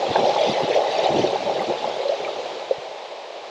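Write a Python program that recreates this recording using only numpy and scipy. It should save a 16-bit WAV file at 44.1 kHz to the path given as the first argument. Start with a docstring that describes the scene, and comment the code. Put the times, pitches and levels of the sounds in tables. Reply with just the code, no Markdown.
"""Shallow seawater, open air: wading legs near the microphone, surf washing steadily further out.
From the start the legs churn air under, thrown spray fizzes back and a wavelet's foam hisses past.
A moment later a breeze puffs on the microphone, showers of drops land, the water gulps and drips plink.
From about 1.3 s the wading slows and the spray thins; a last gulp and a soft low thump on the microphone
leave surf and faint foam. Throughout, the microphone's housing hollows the sound with a treble notch."""
import sys
import numpy as np
from scipy import signal
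from scipy.fft import rfft, irfft, next_fast_len
from scipy.io import wavfile
from scipy.ndimage import uniform_filter1d, map_coordinates

SR = 44100
rng = np.random.default_rng(int(sys.argv[2]) if len(sys.argv) > 2 else 0)


def to_wav(sig):
    """Store sig (one row per channel, or 1-D mono) as 16-bit WAV at the path in sys.argv[1].

    Samples outside -1..1 are clipped; the rate is SR.
    """
    pcm = np.clip(np.atleast_2d(sig), -1, 1) * 32767
    pcm = np.round(pcm).astype(np.int16)
    wavfile.write(sys.argv[1], SR, pcm.T)  # frames by channels


N = 154350  # 3.5 s
BUBBLE_RISE = 0.072  # share by which a bubble's pitch climbs while it decays 60 dB


def amp(db):
    return 10 ** (np.asarray(db) / 20)


def unit_rms(x):
    return x / np.sqrt(np.mean(x ** 2) + 1e-20)


def curve(rows):
    """(t/s, value) points joined to one value per sample."""
    return np.interp(np.arange(N) / SR, *np.transpose(rows))


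def swells(rows):
    """A sum of bell-shaped envelopes from (t/s, half width/s, level/dB) rows."""
    t = np.arange(N) / SR
    return sum(amp(db) * np.exp(-((t - s) / width) ** 2 / 2) for s, width, db in rows)


def wobble(rate_hz):
    """A smooth random curve with rate_hz knots a second."""
    return map_coordinates(rng.standard_normal(1024), [np.arange(N) * rate_hz / SR], mode="wrap")


def filtered(x, response):
    """x with its spectrum multiplied by response(hz)."""
    m = next_fast_len(N + SR // 2)
    return irfft(rfft(x, m) * response(np.fft.rfftfreq(m, 1 / SR)), m)[:N]


def coloured(x, points):
    """x through a causal filter given as (f/Hz, level/dB) points, at rms 1."""
    m = 2 * next_fast_len(N // 2 + SR // 4)
    hz, db = np.transpose(points)
    gain = amp(np.interp(np.log(np.fft.rfftfreq(m, 1 / SR) + 1), np.log(hz + 1), db))
    cepstrum = irfft(np.log(np.maximum(gain, 1e-6)), m)
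    cepstrum[1:m // 2] *= 2  # folded for minimum phase
    cepstrum[m // 2 + 1:] = 0
    return unit_rms(irfft(rfft(x, m) * np.exp(rfft(cepstrum)), m)[:N])


def patchy_noise(depth_db):
    """White noise with patches of random gain in time and frequency."""
    spectra = signal.stft(rng.standard_normal(N), nperseg=512)[2]
    patches = uniform_filter1d(rng.standard_normal(spectra.shape), size=5, axis=0)
    patches = unit_rms(uniform_filter1d(patches, size=7, axis=1))
    return unit_rms(signal.istft(spectra * amp(depth_db * patches), nperseg=512)[1][:N])


def bubbles(lo_hz, hi_hz, cycles, spread_db, count, samples):
    """A cloud of rising rings, each 60 dB down after about `cycles` periods: small ones die fastest."""
    when, pitch, strength, life = rng.random((count, 4)).T[:, :, None]
    hz = lo_hz * (hi_hz / lo_hz) ** pitch
    t = np.arange(samples) / SR
    age = t * hz / (cycles * (.5 + life))
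    peak = amp(-spread_db * np.log(strength + .02)) * hz  # many weak, a few strong
    envelope = peak * np.exp(-np.log(1000) * age) * (1 - np.exp(-2 * hz * t))
    rings = envelope * np.sin(2 * np.pi * hz * t * (1 + BUBBLE_RISE * np.minimum(age, 2) / 2))
    at = (when * N).astype(int) + np.arange(samples)
    return unit_rms(np.bincount(at.ravel(), rings.ravel(), N)[:N])


def plops(rows, attack_s, splash_db, splash_s):
    """Single plops: each swells, rings and rises a little, with a burst of noise round its pitch."""
    out, t = np.zeros(N + SR), np.arange(SR // 8) / SR
    swell = 1 - np.exp(-(t / attack_s) ** 3)
    for s, hz, db, t60 in rows:
        shape = swell * np.exp(-np.log(1000) * t / t60)
        ring = shape / shape.max() * np.sin(2 * np.pi * hz * t * (1 + BUBBLE_RISE * t / t60 / 2))
        edges_hz = np.minimum([hz / 1.32, hz * 1.32], SR / 2 - 1)
        band = signal.butter(4, edges_hz, "band", fs=SR, output="sos")
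        splash = unit_rms(signal.sosfilt(band, rng.standard_normal(len(t)))) * np.exp(-t / splash_s * 2)
        out[round(s * SR):][:len(t)] += amp(db) * (ring + amp(splash_db) * splash)
    return out[:N]


# Water churning round the legs (t/s, level/dB)
CHURN_LEVEL = [(0, -23.5), (.09, -24.5), (.19, -16.5), (.33, -23), (.43, -20.5), (.54, -22.5), (.78, -20.5),
               (.92, -23), (1.075, -22.5), (1.13, -19.5), (1.27, -24), (1.36, -22), (1.395, -33),
               (1.44, -24.5), (1.52, -24), (1.61, -24.5), (1.66, -34), (1.70, -20), (1.79, -33.5),
               (1.85, -25.5), (2.19, -31), (2.26, -28.5), (2.45, -30), (3.15, -45)]
# Its spectrum at the microphone (f/Hz, relative level/dB)
CHURN_SPECTRUM = [(60, -51.5), (130, -14.5), (290, -17.5), (370, -2), (470, 1), (570, 4), (720, 0),
                  (840, 2), (950, -10), (1400, -30), (2500, -38.5), (6000, -64)]
def churn():
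    """Near the microphone, legs drag air under: a dense run of low gulps on a wash."""
    pockets = bubbles(232, 1607, cycles=10, spread_db=2.2, count=2400, samples=1600)
    wash = amp(-2) * np.sqrt(SR / 2 / 1250) * patchy_noise(depth_db=2.9)  # level set per 1250 Hz of band
    water = coloured(pockets + wash, CHURN_SPECTRUM)
    return amp(curve(CHURN_LEVEL)) * unit_rms(water * amp(0.1 * wobble(52)))


# Spray falling round the wader (t/s, level/dB)
SPRAY_LEVEL = [(0, -47), (.13, -35.5), (.22, -36), (.33, -34), (.46, -31), (.58, -34), (.66, -37.5),
               (.76, -34), (.86, -38.5), (.92, -33.5), (1.05, -32), (1.11, -36.5), (1.19, -32.5),
               (1.44, -43.5), (2.0, -43), (3.1, -57)]
# Its spectrum at the microphone (f/Hz, relative level/dB)
SPRAY_SPECTRUM = [(500, -12), (1000, -5.5), (1450, -16.5), (2050, 0), (2900, -1.5), (3800, 2.5), (4900, -7),
                  (5800, -9), (7300, -21.5), (10200, -35.5), (12000, -53), (14500, -74.5)]
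def spray():
    """Thrown water patters back nearby: short crackles, freed bubbles that ring on, a little hiss."""
    fizz = bubbles(1010, 13600, cycles=28, spread_db=0.4, count=9000, samples=500)
    tinkle = bubbles(1404, 12750, cycles=140, spread_db=2.8, count=1700, samples=2600)
    hiss = patchy_noise(depth_db=-4.5)
    water = coloured(fizz + amp(1) * tinkle + amp(-4) * hiss, SPRAY_SPECTRUM)
    return amp(curve(SPRAY_LEVEL) + 0.34 * wobble(41.3)) * with_surface_echo(water)


def with_surface_echo(direct, delay_s=0.001068, drift=0.286, echo_gain=.42):
    """Spray also reaches the microphone off the water; the path changes as drops fly, so it swirls."""
    lag = delay_s * SR * np.exp(drift * wobble(8))
    echo = map_coordinates(direct, [np.arange(N) - lag])
    return unit_rms(direct + echo_gain * echo)


# Foam of a passing wavelet (t/s, level/dB)
FOAM_LEVEL = [(0, -34.5), (1.7, -37), (2.55, -39.5), (3.1, -48), (3.5, -46)]
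# Its spectrum at the microphone (f/Hz, relative level/dB)
FOAM_SPECTRUM = [(600, -31.5), (1000, 5.5), (1450, -1), (3800, 1.5), (7300, -15.5), (8300, -30),
                 (10200, -30.5), (15000, -61.5)]
def foam():
    """A spent wavelet hisses past through the shallows and dies down."""
    level_db = curve(FOAM_LEVEL) + 0.17 * wobble(30)
    return amp(level_db) * coloured(patchy_noise(depth_db=1.86), FOAM_SPECTRUM)


# Distant surf as heard from the shallows (f/Hz, relative level/dB)
SURF_SPECTRUM = [(30, -69), (150, -31.5), (290, -23), (360, -10.5), (580, -1.5), (850, -5.5), (1400, -23.5),
                 (2200, -19), (3800, -20), (7300, -37.5), (10200, -54), (15000, -85)]
def surf(level_db=-36, waver_db=.35):
    """Small waves break further out and reach the microphone as an even wash."""
    return amp(level_db + waver_db * wobble(3.9)) * coloured(patchy_noise(depth_db=0.19), SURF_SPECTRUM)


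# Puffs of air on the microphone (t/s, half width/s, level/dB)
BREEZE_PUFFS = [(0.109, 0.011, -25), (0.199, 0.023, -31), (.24, 0.004, -28.5), (0.501, 0.022, -27.5),
                (0.639, 0.0079, -24), (1.111, 0.0038, -28), (1.194, 0.051, -25), (1.46, 0.075, -38),
                (1.61, 0.019, -35.5), (1.694, 0.013, -32), (1.86, 0.057, -43.5)]
# Their low thud (f/Hz, relative level/dB)
BREEZE_SPECTRUM = [(20, -59.5), (70, -18), (115, -10), (160, -3), (260, -3.5), (400, -5), (1500, -68)]
def breeze():
    """Brief puffs thud softly, right on the microphone."""
    return swells(BREEZE_PUFFS) * coloured(rng.standard_normal(N), BREEZE_SPECTRUM)


# Handfuls of drops landing nearby (t/s, half width/s, f/Hz, level/dB)
DROP_SHOWERS = [(.14, 0.018, 3670, -33.5), (.29, .028, 5100, -39), (0.431, 0.035, 3180, -34.5),
                (.5, 0.023, 4940, -41.5), (.505, .02, 10000, -62.5), (.615, .012, 10000, -59),
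                (.74, 0.025, 2250, -33.5), (.93, 0.013, 10000, -63), (1.02, 0.046, 2400, -36),
                (1.055, .012, 3800, -33.5), (1.24, .014, 5300, -40.5)]
def showers(pitch_spread_hz=580):
    """Each kick flings a handful of like-sized drops that land together and ring round one pitch."""
    drops = bubbles(1423, 12550, cycles=48, spread_db=1.7, count=6000, samples=1500)

    def drops_near(centre_hz):
        return unit_rms(filtered(drops, lambda hz: np.exp(-((hz - centre_hz) / pitch_spread_hz) ** 2 / 2)))
    return sum(swells([(s, width, db)]) * drops_near(hz) for s, width, hz, db in DROP_SHOWERS)


# Gulps by the legs; last row, a thump on the microphone (t/s, f/Hz, peak level/dB, 60 dB decay/s)
GULPS_AND_THUMP = [(.155, 852, -10.5, 0.074), (.229, 610, -17, 0.021), (.267, 568, -12, 0.026),
                   (.290, 776, -18, 0.11), (.361, 860, -12.5, 0.021), (.406, 617, -12.5, 0.17),
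                   (.432, 603, -14, 0.055), (.699, 485, -12, 0.015), (.750, 486, -12.5, 0.019),
                   (.989, 642, -11.5, 0.054), (1.058, 755, -10.5, 0.016), (1.087, 627, -10.5, 0.03),
                   (1.156, 337, -16, 0.059), (1.192, 365, -8, 0.014), (1.235, 366, -17, 0.18),
                   (1.356, 797, -15.5, 0.046), (1.404, 620, -19.5, 0.017), (1.495, 700, -11, 0.01),
                   (1.684, 352, -19, 0.12), (1.842, 787, -16.5, 0.016), (2.000, 540, -16, 0.057),
                   (2.052, 561, -15, 0.14), (2.090, 557, -12, 0.1), (2.117, 643, -15, 0.1),
                   (2.131, 543, -15.5, 0.073), (2.201, 546, -21, 0.037), (2.455, 575, -20, 0.025),
                   (2.708, 519, -8.5, 0.038), (2.780, 140, -36.5, 0.041)]
def gulps_and_thump():
    """Water gulps as it closes over air behind a leg; last comes a soft low thump on the microphone."""
    return plops(GULPS_AND_THUMP, attack_s=0.0033, splash_db=-12, splash_s=0.024)


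# Single falling drops (t/s, f/Hz, peak level/dB, 60 dB decay/s)
SINGLE_DROPS = [(.156, 1575, -19, 0.028), (.362, 1140, -26.5, 0.045), (.746, 12600, -56, 0.027),
                (1.592, 1990, -28, 0.026), (1.616, 1150, -25, 0.053), (1.617, 10870, -50, 0.017),
                (1.882, 8830, -47, .025), (2.082, 4030, -27, 0.025), (2.247, 2306, -23.5, 0.03),
                (2.276, 1256, -29, 0.055)]
def drips():
    """A drop lands nearby with a tiny splash, and its small bubble plinks."""
    return plops(SINGLE_DROPS, attack_s=0.0028, splash_db=-9, splash_s=0.01)


def scene():
    """Everything at one microphone over the shallows, in the open air."""
    return (gulps_and_thump() + drips() + churn() + spray() + showers() + breeze() + foam() + surf())[None]


def record(dry):
    """The microphone's housing cancels a narrow band, and the highest treble is cut off."""
    notch_hz, notch_half_width_hz, top_hz = 8940, 440, 14000
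    notch = lambda hz: np.abs(hz - notch_hz) / np.hypot(hz - notch_hz, notch_half_width_hz)
    return filtered(dry[0], lambda hz: notch(hz) * (hz < top_hz))[None]


dry = scene()
out = record(dry)
to_wav(out)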